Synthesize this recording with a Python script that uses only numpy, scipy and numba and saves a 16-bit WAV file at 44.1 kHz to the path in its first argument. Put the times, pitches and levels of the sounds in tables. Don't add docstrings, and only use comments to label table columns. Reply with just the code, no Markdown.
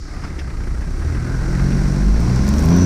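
import sys
import numpy as np
from scipy import signal
from scipy.io import wavfile
from scipy.ndimage import uniform_filter1d
from numba import njit

SR = 44100
rng = np.random.default_rng(int(sys.argv[2]) if len(sys.argv) > 2 else 0)


def to_wav(sig):
    pcm = np.clip(np.atleast_2d(sig), -1, 1) * 32767
    pcm = np.round(pcm).astype(np.int16)
    wavfile.write(sys.argv[1], SR, pcm.T)


def volts_from_db(level):
    exponent = np.asarray(level, float) / 20
    return 10 ** exponent


N = 125685

# (time [s], firing rate [Hz], exhaust level [dB], clatter level [dB], throttle bite [dB per order])
ENGINE_RUN = [(0.0, 32.36, -32, -50.5, -7), (0.12, 35.84, -25.5, -43.5, -5), (0.25, 37.32, -23, -41, -3.5),
              (0.32, 37.66, -24, -43.5, -2), (0.4, 33.93, -21, -41, -10), (0.43, 33.07, -23, -43.5, -2),
              (0.679, 28.38, -23, -40.5, -2), (0.71, 28.22, -23.5, -41, -4), (0.871, 31, -22.5, -40, -2.5),
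              (1.09, 39.83, -18.5, -37.5, -5), (1.19, 40.74, -18, -38.5, -8),
              (1.622, 45.08, -15, -34.5, -1), (1.999, 48.19, -14, -34.5, -1.5),
              (2.091, 51.71, -15.5, -35, -0.5), (2.3, 61.69, -12, -33.5, -5.5),
              (2.55, 72.24, -12.5, -33.5, -5), (2.709, 85.42, -9, -32, -2), (2.85, 90.7, -8.5, -31.5, -3.5)]
# (centre [Hz], width [Hz], level [dB])
PIPE_MODES = [(35, 8.6, -1), (52.3, 4.25, 11), (77.5, 20.4, 4), (134.6, 26, 4.5), (175.7, 23.6, 7.5),
              (206, 14, 6.5), (257.5, 33, -1), (357, 21, -1.5), (404, 50, -1)]
ORDER_LEVEL_DB = [0, 0, 0, -5, -10, -12, -13, -14]
# (time [s], first [dB], second [dB], third [dB])
DRONE_GAIN = [(0, 4.5, -1.5, -3), (.3, -5, -10, -15), (.42, -23, 6.5, -19), (.55, 4.5, 4, 1),
              (.68, 6, 6.5, -6), (.82, 0, 11.5, -9), (.95, 4.5, 0, 4), (1.1, -6, 1, 4.5),
              (1.25, -5, -4.5, 4.5), (1.4, 2.5, -1, -2), (1.65, 2.5, -6, -0.5), (1.75, -1.5, -3, 0.5),
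              (1.95, -2.5, -5, 1), (2.15, 2.5, 0, -4.5), (2.4, -2.5, -2.5, -2.5), (2.55, -2, -14.5, 0),
              (2.65, -4.5, 0, -1.5), (2.85, 3.5, -7, 0.5)]
CYLINDER_KNOCK_DB = [-8, -7.5, -6.5, -5, -8, -6.5]
# (centre [Hz], width [Hz], level at 1.5 s [dB], drift [dB/s])
ROAR_BANDS = [(65, 38.5, -2, -2.6), (144.6, 108, -3, -0.3), (297, 130, -6.5, -0.94), (370, 97, -15, 1),
              (526, 520, -18.5, 5.5)]
# (centre [Hz], width [Hz], level at 1.5 s [dB], drift [dB/s])
BLOCK_MODES = [(720, 730, 5, -3), (1060, 90, -5, 3.5), (1274, 195, -2.5, -7.5), (1444, 210, -6.5, 3),
               (1587, 110, -3.5, -4.5), (1993, 440, -0.5, -5), (1670, 960, -3, -4.5), (2400, 560, -10.5, 2)]
# (centre [Hz], width [Hz], level at 1.5 s [dB], drift [dB/s])
HISS_BANDS = [(3380, 480, -41, 22), (4500, 1670, -4.5, 2), (5660, 870, -4, 2.9), (7200, 4500, -7, -0.3),
              (9030, 2100, -17, -2), (12850, 2600, -25, 1.5)]
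# (time [s], length [s])
CRUNCH_TIMES = [(.236, .022), (.388, .02), (2.363, .012), (1.015, .02), (2.272, .014)]
# (level [dB], centre [Hz], treble level [dB])
CRUNCH_COLOURS = [(-31.5, 1250, -11), (-32.5, 2200, -9), (-30, 900, -12), (-38, 1400, -20),
                  (-33, 1040, -30)]
# (time [s], length [s], pitch [Hz], level [dB])
PANEL_BOOMS = [(0.254, 0.025, 172, -36), (0.616, 0.052, 163, -33), (0.726, 0.032, 159, -33),
               (0.884, 0.023, 169, -23), (1.309, 0.049, 274, -34.5), (1.506, 0.038, 316.1, -25.5),
               (1.74, 0.036, 221, -22), (2.097, 0.053, 292, -28)]
# (time [s], peak level [dB], pitch [Hz])
BLOCK_RATTLES = [(0.4967, -27.5, 1830), (0.602, -28, 1282), (0.634, -31.5, 1940), (0.6733, -42, 1960),
                 (0.7446, -29, 1450), (0.817, -28, 1670), (1.017, -28.5, 1657), (1.1448, -30, 2120),
                 (1.167, -24, 1326), (1.2635, -30, 1690), (1.3094, -32, 1310), (1.3857, -32, 1300),
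                 (1.4515, -36, 1470), (1.541, -22.5, 1560), (1.5937, -20.5, 1490), (1.6546, -24.5, 1424),
                 (1.7163, -24, 2045), (1.7825, -26, 1472), (1.853, -23.5, 1535), (2.015, -25, 1580),
                 (2.0732, -30, 1483), (2.157, -26, 1570)]
# (time [s], peak level [dB], pitch [Hz], treble peak [dB])
TWIG_SNAPS = [(1.8044, -34, 5830, -40), (2.2047, -33, 7500, -40), (2.2935, -43, 5370, -42),
              (2.3231, -36, 6726, -65), (2.3603, -20.5, 6410, -42), (2.4478, -29, 7500, -50),
              (2.4787, -21, 5880, -33), (2.4895, -15, 6140, -29), (2.5385, -21, 4650, -42),
              (2.5833, -18, 5906, -49), (2.5898, -25, 6570, -45), (2.5927, -24, 7620, -42),
              (2.626, -24, 6070, -51), (2.64, -24, 7600, -45), (2.659, -19, 6700, -29),
              (2.6876, -19, 5000, -38), (2.694, -34, 7460, -52), (2.7094, -52, 8000, -43),
              (2.7441, -44, 7035, -47), (2.766, -39, 6000, -34)]
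WHISTLE_START_S = [2.705, 2.76, 2.59, 2.705]
# (pitch [Hz], rise [Hz/s], level [dB], growth [dB/s])
WHISTLE_TONES = [(5910, 600, -33, 22), (5600, 1900, -40, 35), (5520, 1500, -43, -5), (5800, 500, -38, 25)]


def level(x, db):
    return x * volts_from_db(db) / np.sqrt(np.mean(x ** 2))


@njit
def svf(x, hz, width_hz):
    y, band, low = np.empty(len(x)), 0., 0.
    g, k = np.tan(np.pi * hz / SR), width_hz / hz
    for i in range(len(x)):
        v = (band + g * (x[i] - low)) / (1 + g * (g + k))
        band = 2 * v - band
        low += 2 * g * v
        y[i] = k * v
    return y


def noise():
    return rng.standard_normal(N)


def walk(rate_hz):
    hold = int(SR / rate_hz)
    steps = np.repeat(rng.standard_normal(N // hold + 1), hold)
    return 0.873 * uniform_filter1d(uniform_filter1d(steps, hold), hold)[:N]


def ring(x, modes):
    out = 0
    for hz, width_hz, db in modes:
        once = svf(x, 1. 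* hz, 1.24 * width_hz)
        out = out + volts_from_db(db) * svf(once, 1. * hz, 1.24 * width_hz)
    return out


def bands(modes, gate, flicker_db, tilt_db=0):
    out = 0
    for hz, width_hz, db in modes:
        treble_db = tilt_db * max(np.log2(hz / 5700), 0) ** 2
        gain = volts_from_db(db + flicker_db * walk(15) + treble_db)
        out = out + gain * level(ring(noise() * gate, [(hz, width_hz, 0)]), 0)
    return out


def tilted(modes, t):
    return [(hz, width_hz, db + drift_db_s * (t - 1.5)) for hz, width_hz, db, drift_db_s in modes]


@njit
def fire(hz, stretch):
    turn, p = np.empty(len(hz)), 0.
    for i in range(len(hz)):
        p += hz[i] * stretch[int(p)] / SR
        turn[i] = p
    return turn


def firings(hz):
    jitter, lag_cycles, scatter_db, decay_cycles = .006, .3, 1.2, .4
    chance = rng.standard_normal((400, 2)).T
    turn = fire(hz, 1 + jitter * chance[0])
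    count = (turn + lag_cycles).astype(int)
    phase = (turn + lag_cycles) % 1
    peak_db = np.array(CYLINDER_KNOCK_DB)[count % 6] + scatter_db * chance[1][count]
    knock = uniform_filter1d(volts_from_db(peak_db) * np.exp(-phase / decay_cycles), size=150)
    return turn, phase, knock


def pipe_gain(hz):
    return sum(volts_from_db(db) / (1 + 1j * (hz / f - f / hz) * f / w) for f, w, db in PIPE_MODES)


def exhaust(t, hz, turn, bite_db):
    uneven_db, uneven_fade_db_hz, uneven_wander_db, order_wander_db = -13, .04, 3.5, 1.4
    drone = np.array(DRONE_GAIN)
    out, start = 0, rng.random(24)
    for n in range(1, 25):
        order = n / 3
        between = n % 3 > 0
        db = np.interp(order, np.arange(1, 9), ORDER_LEVEL_DB) + bite_db * (order - 2)
        if between:
            db = db + uneven_db - uneven_fade_db_hz * (hz - 40) + uneven_wander_db * walk(12)
        else:
            db = db + order_wander_db * walk(21.98)
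        if n in (3, 6, 9):
            db = db + np.interp(t, drone[:, 0], drone[:, n // 3])
        gain = np.repeat(pipe_gain(order * hz[::32]), 32)[:N]
        tone = np.exp(2j * np.pi * (order * turn + between * start[n - 1]))
        out = out + volts_from_db(db) * (gain * tone).real
    return level(out, 0)


def gas_roar(t, knock):
    return volts_from_db(-10) * bands(tilted(ROAR_BANDS, t), .6 + knock, 1.0)


def block_clatter(t, hz, knock):
    steady = .3 + 0.013 * (hz - 30)
    return level(bands(tilted(BLOCK_MODES, t), steady + knock, 1.7), 0)


def gas_hiss(t, load_db, knock):
    top_tilt = 0.19
    hiss = bands(tilted(HISS_BANDS, t), 1 + knock, 0.76, top_tilt * (load_db + 40))
    return hiss * volts_from_db(-6.5 + 0.13 * walk(5.52))


def fan(t):
    idle_db, fade_db_s = -46.5, 17
    return bands([(5100, 2000, idle_db - fade_db_s * t)], 1, 0.71)


def breeze(t):
    lurch_s, lurch_len_s, lurch_hz, lurch_db = 2.17, .06, 15, -15
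    age = t - lurch_s
    lurch = volts_from_db(lurch_db) * np.exp(-(age / lurch_len_s) ** 2) * np.sin(2 * np.pi * lurch_hz * age)
    gusts = volts_from_db(2.0 * walk(4.5) + 2 * t)
    return level(ring(noise(), [(26, 41, 0)]) * gusts, -28) + lurch


def crunches(t):
    out = 0
    for (s, length_s), (db, hz, top_db) in zip(CRUNCH_TIMES, CRUNCH_COLOURS):
        rise = np.clip((t - s) / .003, 0, 1)
        fall = np.exp(-np.maximum(t - s - length_s / 2, 0) / (length_s * .45))
        grit = noise()
        body = level(ring(grit, [(hz, 0.49 * hz, 0)]), 0)
        treble = level(ring(grit, [(5240, 600, 0)]), top_db)
        out = out + volts_from_db(db) * rise * fall * (body + treble)
    return out


def booms(t):
    out, grit = 0, noise()
    for s, length_s, hz, db in PANEL_BOOMS:
        swell = np.exp(-((t - s) / length_s) ** 2)
        out = out + swell * level(ring(grit, [(hz, 0.15 * hz, 0)]), db)
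    return out


def rattles(t):
    rise_s, decay_s, rms_below_peak_db = .004, .014, 8
    out, grit = 0, noise()
    for s, db, hz in BLOCK_RATTLES:
        age = np.maximum(t - s, 0)
        env = np.clip(age / rise_s, 0, 1) * np.exp(-age / decay_s)
        out = out + env * level(ring(grit, [(hz, .42 * hz, 0)]), db - rms_below_peak_db)
    return out


def panel_rasp(t, knock):
    labour = np.exp(-((t - 1.55) / .6) ** 2)
    return labour * bands([(1500, 200, -40.5)], .5 + knock, 2.0)


def snaps(t):
    tick_s, ring_s, treble_gain_db, tail_db = 0.0007, 0.0013, 7, -12
    patter_s, patter_len_s, patter_db, spread_db = 2.63, .09, -47, 3.5
    out, grit, span = np.zeros(N), noise(), SR // 50
    age = t[:span]
    bright = [(13300, 3500, 0), (9500, 4000, -2)]
    for s, db, hz, top_db in TWIG_SNAPS:
        i = int(s * SR)
        treble = (bright, top_db + treble_gain_db, tick_s)
        body = ([(hz, hz * 0.5, 0)], db, ring_s)
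        for modes, peak_db, decay_s in (treble, body):
            dust = volts_from_db(tail_db) * grit[i:i + span] * np.exp(-age / decay_s)
            hit = ring((age == 0) + dust, modes)
            out[i:i + span] += hit * volts_from_db(peak_db) / np.abs(hit).max()
    struck = rng.random(N) < 900 / SR
    grains = struck * volts_from_db(spread_db * rng.exponential(size=N)) * np.sign(grit)
    shower = np.exp(-((t - patter_s) / patter_len_s) ** 2)
    return out + shower * level(ring(grains, bright), patter_db)


def whistles(t, phase):
    out = 0
    for s, (hz, rise_hz_s, db, grow_db_s) in zip(WHISTLE_START_S, WHISTLE_TONES):
        since = t - s
        bend_hz = 30 * walk(120) + 35 * np.sin(2 * np.pi * phase)
        tone = np.sin(2 * np.pi * np.cumsum(hz + rise_hz_s * since + bend_hz) / SR)
        onset_db = 400 * np.minimum(since, 0)
        out = out + tone * volts_from_db(db + grow_db_s * since + onset_db + 2 * walk(50))
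    return out * (1 + .6 * np.cos(2 * np.pi * (phase - .3)))


def engine(t):
    s, *columns = np.array(ENGINE_RUN).T
    hz, exhaust_db, load_db, bite_db = [np.interp(t, s, column) for column in columns]
    turn, phase, knock = firings(hz)
    tailpipe = volts_from_db(exhaust_db) * (exhaust(t, hz, turn, bite_db) + gas_roar(t, knock))
    block = volts_from_db(load_db) * (block_clatter(t, hz, knock) + gas_hiss(t, load_db, knock))
    return tailpipe + block + fan(t) + panel_rasp(t, knock) + whistles(t, phase)


def scene():
    t = np.arange(N) / SR
    mix = engine(t) + breeze(t) + crunches(t) + booms(t) + rattles(t) + snaps(t)
    return mix[None]


def band_limit(x):
    return signal.sosfilt(signal.butter(12, 15470, fs=SR, output="sos"), x)


def record(dry):
    rounded = np.tanh(1.044 * dry) / 1.143
    top_cut = signal.ellip(8, .3, 60, 15350, fs=SR, output="sos")
    mix = signal.sosfilt(top_cut, rounded)
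    return band_limit(mix)


dry = scene()
out = record(dry)
to_wav(out)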